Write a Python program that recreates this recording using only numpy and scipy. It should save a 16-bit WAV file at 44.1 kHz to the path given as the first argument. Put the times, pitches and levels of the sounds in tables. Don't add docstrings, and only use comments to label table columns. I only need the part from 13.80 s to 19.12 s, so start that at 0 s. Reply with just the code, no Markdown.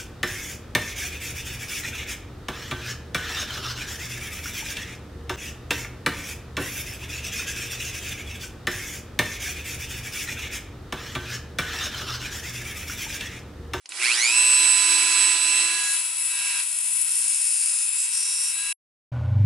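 import sys
import numpy as np
from scipy import signal
from scipy.fft import rfft, irfft
from scipy.io import wavfile
from scipy.ndimage import uniform_filter1d, map_coordinates

SR = 44100
rng = np.random.default_rng(int(sys.argv[2]) if len(sys.argv) > 2 else 0)


def transcribe(signal):
    frames = np.atleast_2d(signal).T
    limited = np.clip(frames, -1, 1)
    pcm = np.round(limited * 32767).astype(np.int16)
    wavfile.write(sys.argv[1], SR, pcm)


N = 234472
TIME = np.arange(N) / SR
MAINS_HZ = 60
FREE_HZ = 334
START_S, AT_SPEED_S = .055, .57
SURGE_S, EBB_S = (.1, .23), (.57, .6)


def motor(turns, current):
    starting = undb(-42 * (1 - ramp(*SURGE_S))) * ramp(START_S, SURGE_S[0])
    straining = 1 - ramp(*EBB_S)
    slots = slot_tones(turns, current)
    buzz = housing_buzz(slots, straining)
    growl = starting_growl(slots, current, straining)
    tones = overtone(turns) + fan_whine(turns) + bearing_rattle(turns) + coil_hum()
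    in_room = room((buzz + growl) * starting + tones, wet_db=-13, t60=.1)
    return in_room + shaft_hum(turns)


# [multiple of a turn, level/dB, left minus right/dB]
SLOT_TONES = [(8, 0, -3), (16, 1, -3), (24, -1, -3), (32, -6, 0), (40, -1, 0)]


def slot_tones(turns, current):
    judder = .008 * walk(260) * (1 - ramp(.3, .55))
    nudge_free, nudge_cut = -.0082, .026
    nudge = nudge_free + (nudge_cut - nudge_free) * ramp(1.7, 2.7)
    nudged = turns + nudge * np.sin(2 * np.pi * 2 * MAINS_HZ * TIME) + judder
    return lines(nudged, SLOT_TONES, waver_db=.16) * current


# [f/Hz, level/dB]
HOUSING_COLOUR = [(600, -35), (1500, -16), (2100, -5), (2550, -0.5), (2615, 1.5), (2700, 1), (2810, -6),
                  (3500, -16), (4200, -3), (5000, -6.5), (5600, -14.5), (6800, -12.5), (8000, -15),
                  (10000, -5), (11000, -8.5)]
# [t/s, level/dB]
BUZZ_LEVEL = [(0.62, -26.5), (0.95, -30), (1.53, -30), (1.56, -35), (1.75, -28), (2.36, -44.5),
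              (2.65, -32.5), (2.8, -34), (2.84, -46.5), (4.67, -43), (4.9, -34)]


def housing_buzz(slots, straining):
    buzz = np.array([colour(side, HOUSING_COLOUR) for side in slots])
    trim_db, strain_boost_db = -1.02, 3
    return buzz * undb(curve(BUZZ_LEVEL) + trim_db + strain_boost_db * straining)


def starting_growl(slots, current, straining):
    hz, width_hz = 2432, 450
    brushes = unit(band(rng.standard_normal(N), hz, 1500)) * current
    shaking = slots + .7 * brushes
    growl = band(band(shaking, hz, width_hz), hz, width_hz)
    return growl * undb(-28) * straining


# (free level/dB, share of tool level followed, change per Hz of slowing/dB)
OVERTONE_LAW = (-34.5, 0.86, -0.57)


def overtone(turns):
    gain = part_gain(OVERTONE_LAW) * undb(6 * ramp(3.74, 4.1))
    middle = lines(turns, [(12, .0009, -8)], waver_db=1.54) * gain
    second = lines(turns, [(16, -52.5, 0)], waver_db=2.5)
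    return (middle + second) * ramp(.36, .62)


# [multiple of a turn, level/dB, left minus right/dB]
FAN_TONES = [(15, -30, 6), (17, -23, 7), (24, 1.5, -4), (25, -20, -10.5), (29, -33.5, -7), (30, -22.5, -8),
             (31, -26, -6.5), (32, -18.5, 13), (33, -20.5, -11)]
# [t/s, level/dB]
FAN_LEVEL = [(0.59, -23), (1.12, -24), (1.19, -29), (1.35, -25.5), (1.53, -24.5), (1.57, -30.6),
             (1.63, -26), (1.86, -29.5), (2.04, -39.5)]
# (free level/dB, share of tool level followed, change per Hz of slowing/dB)
FAN_LAW = (2.8, .1, -.2)


def fan_whine(turns):
    rise = .35 * ramp(.3, .44) + .65 * ramp(.55, .58)
    return lines(turns, FAN_TONES, waver_db=1.65) * undb(curve(FAN_LEVEL)) * part_gain(FAN_LAW) * rise


# (free level/dB, share of tool level followed, change per Hz of slowing/dB)
RATTLE_LAW = (-39.5, 1, -0.41)
# [start t/s, end t/s, level/dB]
RATTLES = [(1.944, 2.11, -34.5), (2.574, 2.78, -43.5), (4.805, 4.93, -43)]


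def bearing_rattle(turns):
    play = .015 * walk(50)
    loose = part_gain(RATTLE_LAW) * ramp(.48, .56)
    for start_s, end_s, db in RATTLES:
        loose = loose + undb(db) * swell(start_s, end_s, fade_s=.063)
    return lines(turns + play, [(5, -3.5, -2)], waver_db=1) * loose


def coil_hum():
    hum = np.sin(2 * np.pi * 6 * MAINS_HZ * TIME)
    return hum * undb(-51) * ramp(.19, .2) * (1 - ramp(.33, .52))


# (free level/dB, share of tool level followed, change per Hz of slowing/dB)
UNBALANCE_LAW = (-50.5, 1.6, -1.48)
HUM_LAW = (-40.5, 0.96, -.52)


def shaft_hum(turns):
    unbalance = lines(turns, [(1, .011, -1.7)], waver_db=1.2) * part_gain(UNBALANCE_LAW)
    hum = lines(turns, [(3, -.8, -1.2)], waver_db=.8) * part_gain(HUM_LAW)
    return (unbalance + hum) * ramp(.43, .54)


def wheel(turns):
    contact, strike, grit = rim_contact(turns)
    flex = lines(turns, [(2, -66, 2)], waver_db=1) * (1 - ramp(3, 4.9))
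    return (rim_rasp(contact) + deep_bites(contact, strike, grit) + flex) * ramp(1.77, 2.02)


def rim_contact(turns):
    turn, angle = turns.astype(int), turns % 1
    force = undb(1.8 * rng.standard_normal(N // 100))[turn]
    from_spot = angle - .5
    strike = unit(np.sinc(from_spot * 80) * np.exp(-(from_spot * 20) ** 2))
    rim = rng.standard_normal((64, 128))
    place = [TIME * 6, angle * rim.shape[1]]
    scrape = unit(map_coordinates(rim, place, order=2, mode="grid-wrap"))
    pressure = unit(.41 + np.exp(-(from_spot % 1) / .5))
    grit = unit(rng.standard_normal(N) * undb(2 * rng.exponential(size=N)))
    rubbing = undb(-6.5) * scrape + undb(-1) * grit
    return force * (strike + pressure * rubbing), strike, grit


# [f/Hz, level/dB]
RASP_COLOUR = [(600, -41.5), (1130, -60.5), (1400, -26), (4000, -21.5), (6300, -17.5), (7600, -3.5),
               (8500, -4.5), (9100, -1.5), (10000, 3.5), (11000, 0.5)]
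# [t/s, level/dB]
RASP_LEVEL = [(2.0, -36), (2.13, -29), (2.31, -35.5), (2.46, -31), (2.54, -35), (3.23, -29.5), (3.26, -32),
              (3.49, -28.5), (4.9, -34.5)]


def rim_rasp(contact):
    no_bass = signal.butter(4, 500, "high", fs=SR, output="sos")
    rasp = signal.sosfilt(no_bass, colour(contact, RASP_COLOUR))
    rasp = room(np.array([rasp, np.roll(rasp, 1)]), wet_db=-8, t60=.05)
    return pan(steady(rasp) * undb(curve(RASP_LEVEL) + 9), 7.1)


# [f/Hz, width of one pass/Hz, level of one pass/dB]
COLLAR_RINGS = [(5556, 770, 2.5), (6970, 180, -4), (7680, 880, 7)]
# [start t/s, end t/s, low ring level/dB, high ring level/dB, groove hiss level/dB]
BITES = [(2.04, 2.12, -41, -31, -45), (3.305, 4.042, -39.5, -36, -28.5), (4.2, 4.247, -42, -26.5, -44),
         (4.349, 4.683, -33, -33, -31)]


def deep_bites(contact, strike, grit):
    ringing = contact + strike
    low, high = (steady(room(body(body(ringing, rings), rings), wet_db=-3, t60=.05))
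                 for rings in (COLLAR_RINGS[:1], COLLAR_RINGS[1:]))
    groove_hz, width_hz = 9680, 1250
    hiss = band(band(contact + grit, groove_hz, width_hz), groove_hz, width_hz)
    hiss = pan(steady(room(hiss, wet_db=-6, t60=.05)), 7.1)
    bites = 0
    for start_s, end_s, low_db, high_db, hiss_db in BITES:
        mix = low * undb(low_db) + high * undb(high_db) + hiss * undb(hiss_db)
        bites = bites + swell(start_s, end_s, fade_s=.061) * mix
    return bites


# [t/s, level/dB, ring f/Hz, decay/s]
CLICKS = [(0.058, -34, 4850, .003), (0.057, -40, 2420, .004), (0.091, -31, 8140, .004),
          (0.12, -31.5, 2700, .005)]


def clicks():
    out = np.zeros(N)
    for start_s, db, hz, decay_s in CLICKS:
        fade = (TIME >= start_s) * np.exp(-np.abs(TIME - start_s) / decay_s)
        out += undb(db + 13) * band(rng.standard_normal(N) * fade, hz, 970)
    return room(out, wet_db=-8, t60=.1)


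# [f/Hz, level/dB]
AIR_COLOUR = [(70, -49.5), (200, -42), (420, -32.5), (600, -21.5), (800, -10), (1300, -2.5), (1800, -1.5),
              (2300, 3), (3300, 0.5), (6500, -0.5), (9000, 1), (11000, 1.5)]
# (free level/dB, share of tool level followed, change per Hz of slowing/dB)
AIR_LAW = (-20.5, 0.86, -0.22)


def vent_air(current):
    flow = part_gain(AIR_LAW) * undb(-19 * (1 - ramp(*SURGE_S))) * ramp(.09, .09)
    throb = 1 + .059 * (current - 1)
    rush = unit(colour(rng.standard_normal(N), AIR_COLOUR)) * undb(.5 * walk(25)) * throb
    room_tone = undb(-60)
    return pan(room(rush * (flow + room_tone), wet_db=0, t60=.12), -3.2)


# [f/Hz, level/dB]
RUMBLE_COLOUR = [(40, -34), (90, -30.5), (150, -21.5), (220, -16.5), (300, 1), (480, -0.5), (800, 7),
                 (1500, -13)]
# (free level/dB, share of tool level followed, change per Hz of slowing/dB)
RUMBLE_LAW = (-47.5, .9, -1.2)


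def body_rumble():
    rumble = unit(colour(rng.standard_normal(N), RUMBLE_COLOUR))
    return room(rumble * part_gain(RUMBLE_LAW) * ramp(.033, .18), wet_db=1.5, t60=.082)


# [t/s, turns per second f/Hz]
SPEED = [(0.57, 334.3), (0.67, 335), (1.21, 332.3), (1.85, 335), (1.97, 333.5), (2.3, 323.9), (2.71, 325),
         (2.93, 319.7), (3.25, 322.1), (3.71, 318.4), (3.85, 319), (4.05, 316.5), (4.33, 321.8),
         (4.7, 322.1), (4.87, 329.0), (4.91, 328)]


def shaft_turns():
    rise = ramp(START_S, AT_SPEED_S)
    speed_hz = curve(SPEED) * rise ** 2 * (3 - 2 * rise)
    return np.cumsum(speed_hz * (1 + .0005 * walk(30))) / SR


def mains_current():
    spikiness = .7 + 1 - ramp(.28, .56)
    return steady(np.exp(spikiness * np.cos(2 * np.pi * 2 * MAINS_HZ * TIME)))


# [t/s, level/dB]
TOOL_LEVEL = [(0.62, -35), (0.95, -34.5), (1.22, -32.5), (1.52, -34), (1.59, -37.5), (1.76, -35),
              (2.1, -39.5), (2.27, -45), (2.44, -46.5), (2.6, -41), (2.8, -38.5), (2.86, -49), (3.4, -48),
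              (4.65, -48), (4.88, -46.5)]


def part_gain(law):
    free_db, share, db_per_hz = law
    sag_hz = np.maximum(FREE_HZ - curve(SPEED), 0)
    tool_change_db = curve(TOOL_LEVEL) + 34.5
    return undb(free_db + share * tool_change_db + db_per_hz * sag_hz)


def lines(turns, rows, waver_db):
    total = 0
    for multiple, db, side_db in rows:
        tone = np.sqrt(2) * np.sin(2 * np.pi * (multiple * turns + rng.random()))
        total = total + pan(tone * undb(db + waver_db * walk(18)), side_db)
    return total


def undb(db):
    return 10 ** (np.asarray(db) / 20)


def unit(x):
    return x / np.sqrt(np.mean(x ** 2))


def steady(x, span_s=.18):
    power = uniform_filter1d(np.mean(np.atleast_2d(x) ** 2, axis=0), int(span_s * SR))
    return x / np.sqrt(np.abs(power) + 1e-12)


def ramp(start_s, end_s):
    return np.clip((TIME - start_s) / max(end_s - start_s, 1 / SR), 0, 1)


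def swell(start_s, end_s, fade_s):
    return ramp(start_s - fade_s, start_s) * (1 - ramp(end_s, end_s + fade_s))


def curve(rows):
    return np.interp(TIME, *np.transpose(rows))


def walk(rate):
    return map_coordinates(rng.standard_normal(N // 20), [TIME * rate], order=2, mode="wrap")


def pan(x, db):
    return x * undb(np.array([[db], [-db]]) / 2)


def band(x, hz, width_hz):
    return signal.lfilter(*signal.iirpeak(hz, hz / width_hz, fs=SR), x)


def body(x, modes):
    return sum(undb(db) * band(x, hz, width_hz) for hz, width_hz, db in modes)


def colour(x, points, size=2048):
    hz, db = np.transpose(points)
    grid = np.maximum(np.fft.rfftfreq(size, 1 / SR), 1)
    cepstrum = irfft(np.log(undb(np.interp(np.log(grid), np.log(hz), db))))
    cepstrum[1:size // 2] *= 2
    cepstrum[size // 2 + 1:] = 0
    return signal.fftconvolve(x, irfft(np.exp(rfft(cepstrum))))[:N]


def room(x, wet_db, t60):
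    t = TIME[:SR // 4]
    mid, side = rng.standard_normal((2, len(t))) * undb(-60 * t / t60)
    side = signal.lfilter(*signal.butter(1, 700, "high", fs=SR), side)
    tails = np.array([mid + side, mid - side])
    tails *= undb(wet_db) / np.sqrt(np.sum(tails ** 2, axis=1, keepdims=True))
    wet = signal.fftconvolve(np.atleast_2d(x), tails, axes=1)[:, :N]
    return (x + wet) / np.hypot(1, undb(wet_db))


def scene():
    turns = shaft_turns()
    current = mains_current()
    return motor(turns, current) + wheel(turns) + clicks() + vent_air(current) + body_rumble()


def record(dry):
    end_s, top_hz = 4.927, 11040
    cut = dry * (1 - ramp(end_s - .002, end_s + .002))
    return signal.sosfilt(signal.ellip(14, .2, 80, top_hz, fs=SR, output="sos"), cut)


dry = scene()
out = record(dry)
transcribe(out)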